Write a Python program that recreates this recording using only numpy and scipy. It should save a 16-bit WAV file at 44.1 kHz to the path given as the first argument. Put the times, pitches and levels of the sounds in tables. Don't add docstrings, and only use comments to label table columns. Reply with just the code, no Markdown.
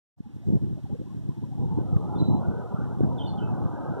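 import sys
import numpy as np
from scipy import signal
from scipy.fft import rfft, irfft
from scipy.io import wavfile
from scipy.ndimage import uniform_filter1d

SR = 44100
rng = np.random.default_rng(int(sys.argv[2]) if len(sys.argv) > 2 else 0)


def persist_wave(psi):
    counts = np.round(np.clip(psi, -1, 1) * 32767).astype(np.int16)
    wavfile.write(sys.argv[1], SR, np.atleast_2d(counts).T)


N = 176400
TIME = np.arange(N) / SR
START_S = 0.162
SOUND_LAG_S, WIND_LAG_S = 0.000435, 0.000455


def flock():
    # (frequency [Hz], relative level [dB])
    body_tone = [(150, -0.5), (330, 5.5), (480, 1.5), (640, -2), (830, 2), (1030, -6), (1200, -18),
                 (1450, -24)]
    treble_tone = [(1000, -21), (1180, -4), (1370, -1.5), (1540, -3), (1680, -10.5), (1850, -3.5),
                   (2100, -41)]
    # (time [s], level [dB])
    body_swell = [(0.2, -63), (0.5, -52.5), (1.0, -56), (1.53, -53.5), (1.64, -45.5), (1.77, -43),
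                  (1.86, -43.5), (2.0, -43), (2.13, -38.5), (2.38, -36.5), (2.68, -41), (2.8, -38),
                  (2.98, -43.5), (3.12, -37.5), (3.4, -39.5), (3.62, -37), (3.76, -38.5), (4.0, -34)]
    # (time [s], level [dB], upper edge of the whole rush [Hz])
    treble_swell = [(1.5, -76, 1220), (1.78, -61, 1540), (1.9, -56, 1320), (2.0, -47.5, 1100),
                    (2.13, -50, 1390), (2.35, -59.5, 1270), (2.42, -50.5, 1393), (2.6, -55, 1620),
                    (2.75, -49.5, 1280), (2.85, -50, 1733), (2.98, -60, 1460), (3.04, -52.5, 1750),
                    (3.1, -64, 1360), (3.2, -57.5, 1620), (3.3, -57.5, 1530), (3.5, -51.5, 1600),
                    (3.72, -48.5, 1600), (3.9, -48.5, 1604)]
    treble_db, edge_hz = in_time(treble_swell)
    body = from_db(in_time(body_swell)[0]) * wings(body_tone, edge_hz, flutter_db=3.5)
    treble = from_db(treble_db) * wings(treble_tone, edge_hz, flutter_db=5)
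    flicker = from_db(0.66 * drift(170))
    return stereo((body + treble) * flicker)


def wings(tone, edge_hz, flutter_db, wingbeats_per_s=8.2, fade_db_per_hz=0.12):
    borders_hz = np.linspace(130, 2100, 26)
    air = [noise(tone), noise(tone)]
    full, faded = 0, 0
    for k, band in enumerate(zip(borders_hz, borders_hz[1:])):
        swish = signal.sosfilt(signal.butter(2, band, "band", fs=SR, output="sos"), air[k % 2])
        swish *= from_db(flutter_db * np.clip(drift(wingbeats_per_s), -2, 2))
        full += swish
        faded += swish * from_db(-fade_db_per_hz * np.maximum(np.mean(band) - edge_hz, 0))
    return faded / np.std(full)


def swishes(waver_hz=48):
    # (middle [s], half-length [s], pitch [Hz], level [dB])
    swells = [(0.257, 0.018, 850, -57), (0.441, 0.0073, 705, -52.5), (0.528, 0.0087, 825, -53),
              (0.571, 0.0072, 596, -42), (0.782, .017, 620, -48.5), (0.861, 0.0079, 795, -48),
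              (0.901, 0.0052, 594, -45.5), (0.918, 0.012, 820, -48.5), (0.951, 0.017, 415, -38),
              (1.015, 0.016, 455, -44.5), (1.071, 0.0095, 1028, -56.5), (1.11, 0.012, 1075, -55),
              (1.136, 0.011, 889, -57), (1.308, .017, 1030, -54.5), (1.375, 0.043, 847, -57.5),
              (1.441, 0.014, 904, -51), (1.527, 0.014, 753, -47.5), (1.638, 0.04, 810, -49),
              (1.725, .028, 921, -43), (1.78, 0.021, 906, -41.5), (1.888, 0.032, 1293, -57),
              (1.98, 0.018, 1078, -50), (2.115, 0.015, 850, -41), (2.36, .04, 870, -40),
              (3.117, 0.0044, 950, -37), (3.621, .009, 888, -37.5)]
    waver = waver_hz * drift(90)
    out = np.zeros(N)
    for s, width, hz, db in swells:
        swell = from_db(db) * np.exp(-((TIME - s) / width) ** 2)
        out += swell * sine(hz + waver)
    return stereo(out)


def wind(lumps_db=2.5, lumps_per_s=39, apart_db=-14.5):
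    # (time [s], level [dB])
    breeze_levels = [(0.2, -50), (0.42, -43), (0.7, -32), (0.82, -39), (1.04, -39.5), (1.19, -34.5),
                     (1.35, -41), (1.52, -30.5), (1.7, -28.5), (1.9, -32), (2.15, -28), (2.42, -31.5),
                     (2.59, -32), (2.68, -40.5), (2.76, -33.5), (2.85, -30.5), (2.94, -34.5), (3.1, -28),
                     (3.25, -30), (3.55, -31.5), (3.76, -34), (4.0, -36)]
    # (middle [s], half-length [s], level [dB])
    gust_list = [(0.268, 0.014, -35.5), (0.358, 0.036, -36.5), (0.489, 0.03, -21.5), (0.553, 0.032, -19),
                 (0.636, 0.03, -23.5), (0.725, 0.028, -28), (0.852, 0.023, -34), (0.929, 0.025, -26.5),
                 (0.994, 0.0096, -33), (1.263, 0.012, -28.5), (1.3, 0.024, -29.5), (1.385, 0.014, -29),
                 (1.438, 0.016, -28.5), (1.622, 0.04, -26), (1.727, 0.034, -29), (1.795, 0.048, -24),
                 (1.936, 0.042, -23.5), (2.224, 0.014, -16.5), (2.328, 0.076, -21), (2.494, 0.031, -24.5),
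                 (2.747, 0.01, -21.5), (3.037, 0.061, -21.5), (3.435, 0.036, -25.5), (3.53, 0.044, -26),
                 (3.637, 0.049, -26), (3.905, 0.029, -25.5)]
    breeze = from_db(in_time(breeze_levels)[0] + lumps_db * drift(lumps_per_s))
    gusts = sum(from_db(db) * np.exp(-2 * ((TIME - s) / width) ** 2) for s, width, db in gust_list)
    apart = from_db(apart_db) * np.array([rumble(), rumble()])
    return np.hypot(breeze, gusts) * (stereo(rumble(), WIND_LAG_S) + apart)


def rumble():
    # (frequency [Hz], relative level [dB])
    wind_tone = [(20, -32), (42, -41), (62, -5), (120, 6.5), (200, -1.5), (310, -7.5), (430, -19),
                 (600, -28.5), (900, -40.5), (1500, -71)]
    swirl = noise(wind_tone)
    return swirl / np.sqrt(uniform_filter1d(swirl ** 2, size=1300) + 1e-20)


def thumps(width_cycles=0.29, low_cut_hz=42):
    # (time [s], level [dB], pitch [Hz])
    swirls = [(0.206, -22, 188), (0.47, -26, 230), (0.486, -12, 115), (0.504, -10, 184), (0.525, -16, 240),
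              (0.534, -9, 180), (0.555, -10.5, 197), (0.566, -25, 287), (0.843, -23, 140),
              (0.928, -20, 192), (1.001, -23, 187), (1.292, -14.5, 157), (1.429, -24, 248),
              (1.777, -16, 210), (1.787, -11.5, 254), (1.93, -8.5, 122), (1.965, -6.5, 132),
              (2.163, -14, 225), (2.216, -13, 258), (2.288, -8.5, 168), (2.315, -11, 152),
              (2.348, -11.5, 196), (2.485, -12.5, 128), (3.008, -11.5, 320), (3.035, -8, 195),
              (3.326, -21, 172), (3.522, -21, 223), (3.658, -9.5, 132)]
    out = np.zeros(N)
    for (s, db, hz), phase in zip(swirls, rng.random(len(swirls))):
        cycles = (TIME - s) * hz
        near = np.abs(cycles) < 10
        swing = np.sin(2 * np.pi * (cycles[near] + phase))
        out[near] += from_db(db) * swing / np.cosh(cycles[near] / width_cycles)
    low_cut = signal.butter(2, low_cut_hz, "high", fs=SR, output="sos")
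    return stereo(signal.sosfilt(low_cut, out), WIND_LAG_S)


def tick(at_s=1.967, peak_db=-32, top_hz=1810):
    return stereo(from_db(peak_db) * np.exp(-(np.pi * top_hz * (TIME - at_s)) ** 2))


def calls(rasp_db=3, echo_s=0.26, around_db=-10):
    # (start [s], length [s], first pitch [Hz], last pitch [Hz], level [dB], waver [fraction])
    notes = [(2.151, 0.03, 3560, 3500, -59, 0.013), (2.179, 0.048, 4060, 3972, -49.5, .008),
             (2.243, 0.065, 4020, 3950, -52.5, .007), (3.177, 0.057, 3640, 2980, -46.5, .026),
             (3.228, 0.053, 3615, 3530, -47, 0.005), (3.24, .05, 3100, 2990, -60, .025),
             (3.263, 0.045, 4660, 4120, -54.5, 0.02), (3.373, 0.034, 3220, 2995, -51, 0.03),
             (3.411, 0.057, 2700, 2545, -57.5, 0.02)]
    whistles = np.zeros(N)
    waver = np.clip(drift(170), -2, 2)
    for s, length, first_hz, last_hz, db, depth in notes:
        progress = np.clip((TIME - s) / length, 0, 1)
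        slide_hz = last_hz + (first_hz - last_hz) * (1 - progress) ** 2
        whistles += from_db(db) * np.sin(np.pi * progress) * sine(slide_hz * (1 + depth * waver))
    whistles *= unit_strength(from_db(rasp_db * np.clip(drift(110), -2, 1)))
    tails = rng.standard_normal((2, SR)) * from_db(-60 * TIME[:SR] / echo_s)
    front, around = [signal.fftconvolve(whistles, tail / np.linalg.norm(tail))[:N] for tail in tails]
    heard = stereo(whistles + front) + from_db(around_db) * around
    return lean_right(heard, db=4)


def background(rise_s=0.11):
    # (frequency [Hz], level [dB per Hz])
    shared_tone = [(700, -102), (1500, -102), (2200, -104), (3500, -107), (5000, -112), (8000, -120),
                   (15000, -130)]
    own_tone = [(1000, -130), (2400, -135), (3300, -116), (5500, -112), (8000, -113), (11000, -116),
                (15000, -120)]
    # (time [s], gain [dB])
    own_swell = [(0.17, -13), (0.25, -7), (0.29, -10), (0.36, -1.5), (0.41, -6), (0.48, 1.5), (0.6, -2),
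                 (1.85, -1.2), (2.0, 0.5), (2.2, -0.7), (4.0, -0.9)]
    fade_in = 1 - np.exp(-np.maximum(TIME - START_S, 0) / rise_s)
    shared = fade_in * stereo(noise(shared_tone))
    own = from_db(in_time(own_swell)[0]) * np.array([noise(own_tone), noise(own_tone)])
    return shared + lean_right(own, db=1.5)


def suppressor(sound, shut_db=-6, hold_s=0.0068, size=1024):
    # (frequency [Hz], level [dB per Hz])
    threshold = [(100, -79), (400, -76.5), (800, -78.5), (1600, -89)]
    hop = size // 4
    frames = dict(fs=SR, nperseg=size, noverlap=size - hop, scaling="psd")
    hz, _, bands = signal.stft(sound, **frames)
    power = 2 * np.mean(np.abs(bands) ** 2, axis=0)
    memory = np.exp(-hop / SR / hold_s)
    held_power = signal.lfilter([1 - memory], [1, -memory], power)
    excess = (held_power / from_db(at_hz(threshold, hz))[:, None] ** 2) ** 2
    gain = np.maximum(excess / (1 + excess), from_db(shut_db))
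    return signal.istft(bands * gain, **frames)[1][:, :N]


def stereo(sound, lag_s=SOUND_LAG_S):
    delay = np.exp(-2j * np.pi * np.fft.rfftfreq(N, 1 / SR) * lag_s)
    return np.array([-irfft(rfft(sound) * delay, N), sound])


def lean_right(pair, db):
    return pair * from_db([[-db / 2], [db / 2]])


def noise(tone):
    gain = from_db(at_hz(tone, np.fft.rfftfreq(N, 1 / SR)))
    return irfft(rfft(rng.standard_normal(N)) * gain, N) * np.sqrt(SR / 2)


def drift(rate_hz, step=40):
    memory = np.exp(-2 * np.pi * rate_hz * step / SR)
    kicks = rng.standard_normal(N // step + 2002)
    slow = signal.lfilter([1], [1, -2 * memory, memory ** 2], kicks)[2000:]
    return np.interp(np.arange(N) / step, np.arange(len(slow)), unit_strength(slow))


def sine(hz):
    return np.sin(2 * np.pi * np.cumsum(hz) / SR)


def in_time(rows):
    times, *columns = np.transpose(rows)
    return [np.interp(TIME, times, column) for column in columns]


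def at_hz(rows, hz):
    listed_hz, levels = np.transpose(rows)
    return np.interp(np.log(np.maximum(hz, 1)), np.log(listed_hz), levels)


def from_db(db):
    return 10 ** (np.asarray(db) / 20)


def unit_strength(x):
    return x / np.sqrt(np.mean(x ** 2) + 1e-20)


def scene():
    return suppressor(flock() + wind()) + thumps() + tick() + swishes() + calls() + background()


def record(dry, open_s=0.021, cutoff_hz=15200):
    opened = dry * np.clip((TIME - START_S) / open_s, 0, 1) ** 2
    return signal.sosfilt(signal.ellip(10, 0.1, 70, cutoff_hz, fs=SR, output="sos"), opened)


dry = scene()
out = record(dry)
persist_wave(out)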